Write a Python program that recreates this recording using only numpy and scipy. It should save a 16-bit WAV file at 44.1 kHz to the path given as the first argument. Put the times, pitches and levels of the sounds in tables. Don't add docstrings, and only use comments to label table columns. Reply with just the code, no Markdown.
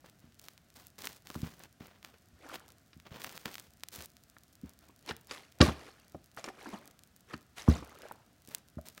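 import sys
import numpy as np
from scipy import signal
from scipy.fft import rfft, irfft
from scipy.io import wavfile

SR = 44100
rng = np.random.default_rng(int(sys.argv[2]) if len(sys.argv) > 2 else 0)


def generate_wav(sig):
    pcm = np.round(np.clip(np.atleast_2d(sig).T, -1, 1) * 32767).astype(np.int16)
    wavfile.write(sys.argv[1], SR, pcm)


N = 396900
TIME = np.arange(N) / SR

# frequency in Hz, relative density in dB per Hz.
AIR_COLOUR = [(25, -19), (70, 6), (130, 3.5), (236, 0.5), (489, -12.5), (700, -6), (900, -18), (1400, -11),
              (2300, -17), (6000, -20.5), (10500, -25.5), (15500, -26.5)]
# frequency in Hz, time to fall by 60 dB in s.
ROOM_DECAY = [(100, 0.29), (700, 0.34), (3000, 0.32), (12000, 0.11)]
# start in s, length in s, crackle in dB (before its layer gain), soft brushing in dB.
RUB_STROKES = [(.04, 0.056, -74, -62), (.21, 0.063, -107, -72), (.41, 0.12, -67, -67.5),
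               (.75, 0.099, -64, -63.5), (.98, 0.13, -57.5, -57), (1.11, .055, -60.5, -63),
               (1.025, 0.04, -56, -52), (1.25, 0.29, -62.5, -61.5), (1.425, 0.039, -64, -47.5),
               (1.56, 0.089, -68.5, -60), (1.8, 0.076, -69, -55.5), (1.89, 0.092, -84, -69),
               (2.02, .15, -87, -69.5), (2.04, 0.032, -65, -58.5), (2.52, 0.04, -61, -52),
               (3.05, 0.02, -92, -54), (3.105, 0.19, -67, -52.5), (3.19, .07, -58, -67),
               (3.27, 0.09, -63.5, -59.5), (3.35, 0.3, -62, -62), (3.45, 0.032, -60, -45),
               (3.53, 0.071, -64, -74), (3.915, 0.13, -55, -58.5), (3.98, 0.036, -55, -51.5),
               (4.06, 0.47, -80.5, -100), (4.635, 0.069, -82, -65.5), (4.8, 0.061, -81, -68),
               (8.47, 0.088, -67, -64), (8.52, 0.043, -68, -58), (8.85, 0.045, -59, -60),
               (8.92, 0.1, -68.5, -72)]
# frequency in Hz, relative density in dB per Hz.
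BRUSH_COLOUR = [(60, -12), (160, 3.5), (450, 1), (1500, -2.5), (3000, -6.5), (6000, -15.5), (11000, -36.5),
                (15500, -17.5)]
# frequency in Hz, relative density in dB per Hz.
CRACKLE_COLOUR = [(300, -13), (1500, -5), (4500, 3.5), (7000, 1), (11000, -2.5), (15500, 0.5)]
# time in s, energy in dB, frequency in Hz that places the band of the snap.
CLEAR_TICKS = [(.396, -29, 6500), (.485, -26, 1980), (.578, -33, 3700), (.869, -26.5, 12200),
               (1.0208, -22, 4400), (1.0448, -22, 2900), (1.072, -11.5, 2560), (1.2713, -24.5, 3450),
               (1.3023, -22.5, 3300), (1.3445, -25, 2300), (2.0287, -31, 2280), (2.0478, -21, 2600),
               (2.5427, -22, 2600), (2.5566, -20, 2600), (2.704, -35.5, 4700), (3.0004, -32, 3170),
               (3.2186, -21, 3300), (3.2453, -13.5, 1950), (3.2941, -24.5, 3730), (3.3771, -20, 2250),
               (3.4576, -12, 2540), (3.543, -23.5, 4700), (3.5547, -18.5, 2800), (3.5821, -22, 2300),
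               (3.8355, -14.5, 3330), (3.8863, -21, 7560), (3.9603, -21, 11500), (4.0071, -24, 3020),
               (4.023, -23.5, 7300), (4.168, -32.5, 5300), (5.0625, -30.5, 6300), (5.1662, -27.5, 9500),
               (6.366, -33, 12000), (6.8766, -29, 8600), (7.036, -32, 7570), (7.691, -25, 12000),
               (7.895, -37.5, 8000), (8.02, -29, 4930), (8.122, -30, 11000), (8.475, -30, 9000),
               (8.489, -29.5, 10800), (8.5486, -9, 8140), (8.8858, -22.5, 9420), (8.9787, -27, 4600)]
# start in s, peak in dB before the high-pass, time scale of the contact in ms,
# gain of the lowest floor mode in dB.
FLOOR_BLOWS = [(0.241, -47.5, 2, 2), (0.274, -51, 3, -2), (1.36, -28.5, 1.6, -2), (1.402, -40, 3, -6),
               (1.431, -23, 4.1, -11), (1.808, -36.5, 0.62, -16), (2.325, -54, 7.6, 11),
               (2.965, -43.5, 3.2, -4), (3.115, -38, 5.4, -10), (3.458, -33.5, 1.8, -24),
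               (3.982, -44.5, 6.2, -1), (4.643, -39.5, 1.6, 5.5), (5.109, -34, 1.9, -2),
               (5.608, -7, 2.05, 2.5), (5.682, -21.5, 2.4, 2.5), (6.146, -32, 1, -6),
               (7.341, -32, 0.77, -4), (7.6848, -8, 2.03, 5), (7.824, -38.5, 0.57, -11.5),
               (8.484, -42.5, 0.57, -12.5), (8.771, -32.5, 2.2, 3.5)]
# frequency in Hz, relative level in dB, t60 in s.
BOARD_MODES = [(72.5, -1.5, .165), (166, -3, 0.11), (233.6, 4, 0.078), (298, 2.5, 0.054), (386, -8.5, 0.12),
               (466, -7, 0.053)]
# crest in s, swell in s, settling in s, gurgle in dB (before its layer gain), spray in dB.
WATER_WAVES = [(2.45, 0.089, 0.17, -54, -61.5), (2.54, 0.13, 0.036, -47.5, -53),
               (2.61, 0.015, 0.22, -60, -70), (4.9, 0.051, 0.034, -60.5, -87),
               (5.098, 0.039, 0.039, -39.5, -43.5), (5.315, 0.033, 0.14, -47.5, -45.5),
               (5.625, .012, 0.1, -53, -33.5), (5.68, 0.063, 0.046, -29.5, -43),
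               (5.8, 0.1, 0.34, -56, -58.5), (5.885, .12, 0.061, -54.5, -58),
               (6.38, 0.017, 0.063, -50.5, -50), (6.446, .015, 0.063, -45.5, -51.5),
               (6.49, 0.064, 0.033, -58, -53), (6.61, 0.14, 0.28, -53.5, -58.5),
               (6.67, 0.058, 0.089, -52, -58.5), (6.74, 0.15, 0.099, -48, -55),
               (6.85, 0.11, 0.12, -59, -68), (7.305, .04, 0.093, -50.5, -61.5),
               (7.338, 0.017, 0.02, -46.5, -47.5), (7.58, 0.017, 0.069, -53, -43.5),
               (7.62, 0.036, 0.041, -66, -48), (7.71, 0.056, 0.1, -38.5, -44.5),
               (7.765, 0.11, 0.18, -51.5, -53.5), (7.9, 0.28, .4, -55.5, -68),
               (8.05, 0.18, 0.18, -53.5, -61.5)]
# frequency in Hz, relative density in dB per Hz.
SPRAY_COLOUR = [(500, 0), (2000, 5.5), (3300, 1), (5500, -1.5), (7500, -5.5), (11000, -8), (15500, -18.5)]
# start in s, energy in dB, starting pitch in Hz, t60 in s.
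GULPS = [(2.462, -29, 785, 0.054), (2.496, -22, 1340, 0.037), (2.516, -28, 1200, 0.036),
         (2.6, -32, 1400, .07), (4.634, -12.5, 221, 0.067), (6.385, -19.5, 654, 0.075),
         (6.478, -19.5, 368, 0.088), (6.5, -22, 745, 0.033), (6.661, -15.5, 277, 0.11),
         (6.732, -14, 205, 0.17), (6.734, -17, 872, 0.036), (8.033, -23.5, 480, 0.025),
         (8.054, -21.5, 600, 0.024), (8.112, -20.5, 890, 0.015), (8.785, -18.5, 616, 0.05)]
# start in s, energy in dB, low-pass corner of the force in Hz, decay constant of the crumpling in ms.
WALL_KNOCKS = [(0.043, -31, 870, 3.6), (1.302, -19.5, 1490, .86), (1.354, -19.5, 1300, 6.1),
               (1.43, -17.5, 420, 2.4), (1.805, -33, 870, 2.3), (2.932, -31.5, 5400, 6.1),
               (4.367, -29.5, 2980, 0.91), (5.091, -12, 6200, 3.6), (5.11, -11, 3870, 3.2),
               (5.311, -14, 7400, 5.4), (5.6043, 2.5, 700, 1.5), (5.6071, 1, 5300, 4),
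               (5.613, 6.5, 4370, 2.7), (5.6151, 4, 8100, 3.4), (5.622, 8, 610, 22),
               (5.657, -7.5, 1520, 11), (6.147, -13, 714, 6), (6.374, -17.5, 2440, 1.4),
               (6.4422, -15, 8900, 2.8), (6.478, -18, 1100, 2.1), (6.486, -18, 2630, 2.9),
               (6.659, -19, 1480, 4), (6.733, -20, 1184, 6.7), (7.338, -15.5, 2540, 3.4),
               (7.6792, -5, 1000, 3.6), (7.71, -29, 4000, 6.6), (7.826, -20, 913, 3.5),
               (8.112, -21, 1380, 3.5), (8.783, -26, 1302, 4.7), (8.978, -27, 2470, 1.8)]
# nominal frequency in Hz, energy in dB, t60 in s.
WALL_MODES = [(336.3, -3, 0.071), (500, -7.5, 0.015), (624, -9.5, 0.16), (1016, -14, 0.092),
              (1144, -7, 0.15), (1182, -4, 0.15), (1478, -3.5, 0.07), (1612, -3, .08), (1850, -7.5, 0.055),
              (2270, -13.5, 0.12), (2450, -16.5, 0.15), (2720, -10.5, .12), (2987, -14, 0.073),
              (3640, -13, .1), (4060, -16, 0.093), (4470, -7.5, 0.05), (5340, -3.5, 0.041),
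              (5800, -15, 0.061)]

AIR_DB = -66
STROKE_ATTACK_S, STROKE_RELEASE_S = 0.0069, 0.021
STROKE_ARCH_DB = 2
WAVE_RANGE_DB = 21.5
RING_SHARE = 0.54
RING_GROWTH = 0.4
TOP_HZ = 16000


def undb(db):
    return 10 ** (np.asarray(db) / 20)


def unit(x):
    return x / np.sqrt(np.sum(x ** 2) + 1e-18)


def steady(x):
    return unit(x) * np.sqrt(len(x))


def add(out, s, x):
    i = int(np.clip(round(s * SR), 0, N - 1))
    out[i:i + len(x)] += x[:N - i]


def at_hz(hz, points):
    f, value = np.transpose(points)
    return np.interp(np.log(hz + 1), np.log(f), value)


def colour(x, points):
    gain = undb(at_hz(np.fft.rfftfreq(len(x), 1 / SR), points))
    return steady(irfft(rfft(x) * gain, len(x)))


def butter(x, hz, kind, order=2):
    sos = signal.butter(order, np.clip(hz, 10, SR / 2.1), kind, fs=SR, output="sos")
    return signal.sosfilt(sos, x)


def ring(t, hz, t60):
    return np.sin(2 * np.pi * hz * t) * np.exp(-np.log(1000) * t / t60)


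def grains(per_s, spread_db):
    hit = rng.random(N) < per_s / SR
    size_db = spread_db * np.minimum(rng.exponential(size=N), 4)
    return hit * rng.choice([-1, 1], N) * undb(size_db)


def flutter(per_s, size):
    knots = rng.standard_normal(int(size * per_s / SR) + 2)
    return np.interp(np.arange(size) * per_s / SR, np.arange(len(knots)), knots) * np.sqrt(3 / 2)


def gains(events, envelope):
    power = np.zeros((2, N))
    for *timing, first_db, second_db in events:
        power += np.outer(undb([first_db, second_db]), envelope(*timing)) ** 2
    return np.sqrt(power)


def room_air():
    return undb(AIR_DB) * colour(rng.standard_normal(N), AIR_COLOUR)


def room(x, build_s=0.024):
    t = np.arange(SR * 2 // 3) / SR
    tail = 0
    for hz in 62.5 * 2 ** np.arange(9):
        band = butter(rng.standard_normal(len(t)), [hz / np.sqrt(2), hz * np.sqrt(2)], "bandpass")
        tail = tail + band * np.exp(-np.log(1000) * t / at_hz(hz, ROOM_DECAY))
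    build_up = 1 - np.exp(-t / build_s)
    return signal.fftconvolve(x, unit(tail * build_up))[:N]


def stroke(start_s, length_s):
    age = TIME - start_s
    arch = np.sin(np.pi * np.clip(age / length_s, 0, 1)) - 2 / np.pi
    attack = np.clip(age / STROKE_ATTACK_S, 0, 1)
    release = np.exp(-np.clip((age - length_s) / STROKE_RELEASE_S, 0, 20))
    return undb(STROKE_ARCH_DB * arch) * attack * release


def rustle(crackle_db=2, grip_db=3, stray_db=-73):
    crackle, brush = gains(RUB_STROKES, stroke)
    grip = undb(grip_db * flutter(70, N))
    bright = colour(grains(per_s=2500, spread_db=5), CRACKLE_COLOUR)
    dull = colour(grains(per_s=2500, spread_db=4.2), BRUSH_COLOUR)
    stray = butter(colour(grains(per_s=50, spread_db=4.5), CRACKLE_COLOUR), 4000, "highpass")
    rubbing = undb(crackle_db) * crackle * bright + brush * dull
    return grip * rubbing + undb(stray_db) * stray


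def tick(hz, edge_db=-11, tail_db=-11, tail_s=0.0023):
    t = np.arange(SR // 40) / SR
    tail = unit(rng.standard_normal(len(t)) * np.exp(-t / tail_s))
    force = signal.unit_impulse(len(t)) + undb(tail_db) * tail
    body = unit(butter(force, [hz * 0.4, hz * 1.46], "bandpass", order=1))
    edge = unit(butter(force, [12000, 16000], "bandpass", order=1))
    return unit(body + undb(edge_db) * edge)


def ticks(snag_db=26, stray_db=-44, spread_db=11, low_hz=4500, high_hz=14000, count=70):
    out = np.zeros(N)
    for s, db, hz in CLEAR_TICKS:
        add(out, s, undb(db) * tick(hz))
    crackle, _ = gains(RUB_STROKES, stroke)
    for when, size, where in rng.random((count, 3)):
        strength = undb(stray_db) + undb(snag_db) * crackle[int(when * N)]
        hz = low_hz * (high_hz / low_hz) ** where
        add(out, when * N / SR, strength * undb(spread_db * size) * tick(hz))
    return out


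def thuds():
    out, t = np.zeros(N), np.arange(SR // 2) / SR
    lowest, *upper = (undb(db) * ring(t, hz, t60) for hz, db, t60 in BOARD_MODES)
    for s, db, contact_ms, deep_db in FLOOR_BLOWS:
        boards = undb(deep_db) * lowest - sum(upper)
        age = t * 1000 / contact_ms
        push = age * np.exp(-np.pi * age ** 2)
        thud = signal.fftconvolve(boards, push)[:len(t)]
        add(out, s, undb(db) * thud / np.abs(thud).max())
    return butter(out, 42, "highpass")


def wave(crest_s, swell_s, settling_s):
    away = np.maximum((crest_s - TIME) / swell_s, (TIME - crest_s) / settling_s)
    return undb(-WAVE_RANGE_DB * np.minimum(away, 10))


def bubble(hz, t60, rise=0.061):
    t = np.arange(int(t60 * SR) + 2) / SR
    note = ring(t, hz * (1 + rise * t / t60), t60)
    return unit(note * (1 - np.exp(-hz * t)))


def bubble_swarm(low_hz=260, high_hz=4500, knee_hz=1900, cycles=8, count=8000):
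    swarm = np.zeros(N)
    for when, where, size, life in rng.random((count, 4)):
        hz = low_hz * (high_hz / low_hz) ** where
        t60 = cycles * (1 + 2 * life) / hz
        add(swarm, when * N / SR, undb(12 * size ** 2) * bubble(hz, t60))
    return steady(butter(swarm, [220, knee_hz], "bandpass"))


def droplets(low_hz=2000, high_hz=7000, cycles=45, spread_db=22, count=4000):
    out = np.zeros(N)
    for when, where, size in rng.random((count, 3)):
        hz = low_hz * (high_hz / low_hz) ** where
        add(out, when * N / SR, undb(spread_db * size ** 3) * bubble(hz, cycles / hz))
    return steady(out)


def gulps(churn=1.0):
    out = np.zeros(N)
    for s, db, hz, t60 in GULPS:
        gulp = bubble(hz, t60)
        rough = gulp * (1 + churn * flutter(hz / 2, len(gulp)))
        add(out, s, undb(db) * unit(rough))
    return out


def water(gurgle_db=-1, splash_db=-1, droplet_db=-5):
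    gurgle, spray = gains(WATER_WAVES, wave)
    splash = colour(grains(per_s=3200, spread_db=4.5), SPRAY_COLOUR)
    drops = undb(splash_db) * splash + undb(droplet_db) * droplets()
    return undb(gurgle_db) * gurgle * bubble_swarm() + spray * drops + gulps()


def knocks(crack_db=7, detune=0.03, leak_db=-24):
    out, t = np.zeros(N), np.arange(SR // 4) / SR
    snap = signal.unit_impulse(len(t))
    crack = unit(butter(snap, [200, 6500], "bandpass", order=1))
    for s, db, bright_hz, crumple_ms in WALL_KNOCKS:
        free = min(RING_SHARE * undb(db) ** RING_GROWTH, 1)
        load = 1 + detune * rng.uniform(-1, 1, len(WALL_MODES))
        shell = np.zeros(len(t))
        for k, (hz, mode_db, t60) in enumerate(WALL_MODES):
            shell += (-1) ** k * undb(mode_db) * unit(ring(t, hz * load[k], t60 * free))
        buckles = rng.standard_normal(len(t)) ** 3 * np.exp(-t * 1000 / crumple_ms)
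        force = snap + unit(buckles)
        dull_force = butter(force, bright_hz, "lowpass", order=4)
        treble_leak = butter(force, bright_hz, "lowpass", order=1)
        force = dull_force + undb(leak_db) * treble_leak
        knock = signal.fftconvolve(shell + undb(crack_db) * crack, force)[:len(t)]
        add(out, s, undb(db) * unit(knock))
    return out


def scene():
    air, close, floor, slosh, shell = room_air(), ticks() + rustle(), thuds(), water(), knocks()
    echo = room(undb(-22) * floor + undb(-23) * shell + undb(-20.5) * slosh + undb(-28) * close)
    return (floor + shell + slosh + close + echo + air)[None]


def record(dry):
    return signal.sosfilt(signal.ellip(8, .2, 70, TOP_HZ, fs=SR, output="sos"), dry)


dry = scene()
out = record(dry)
generate_wav(out)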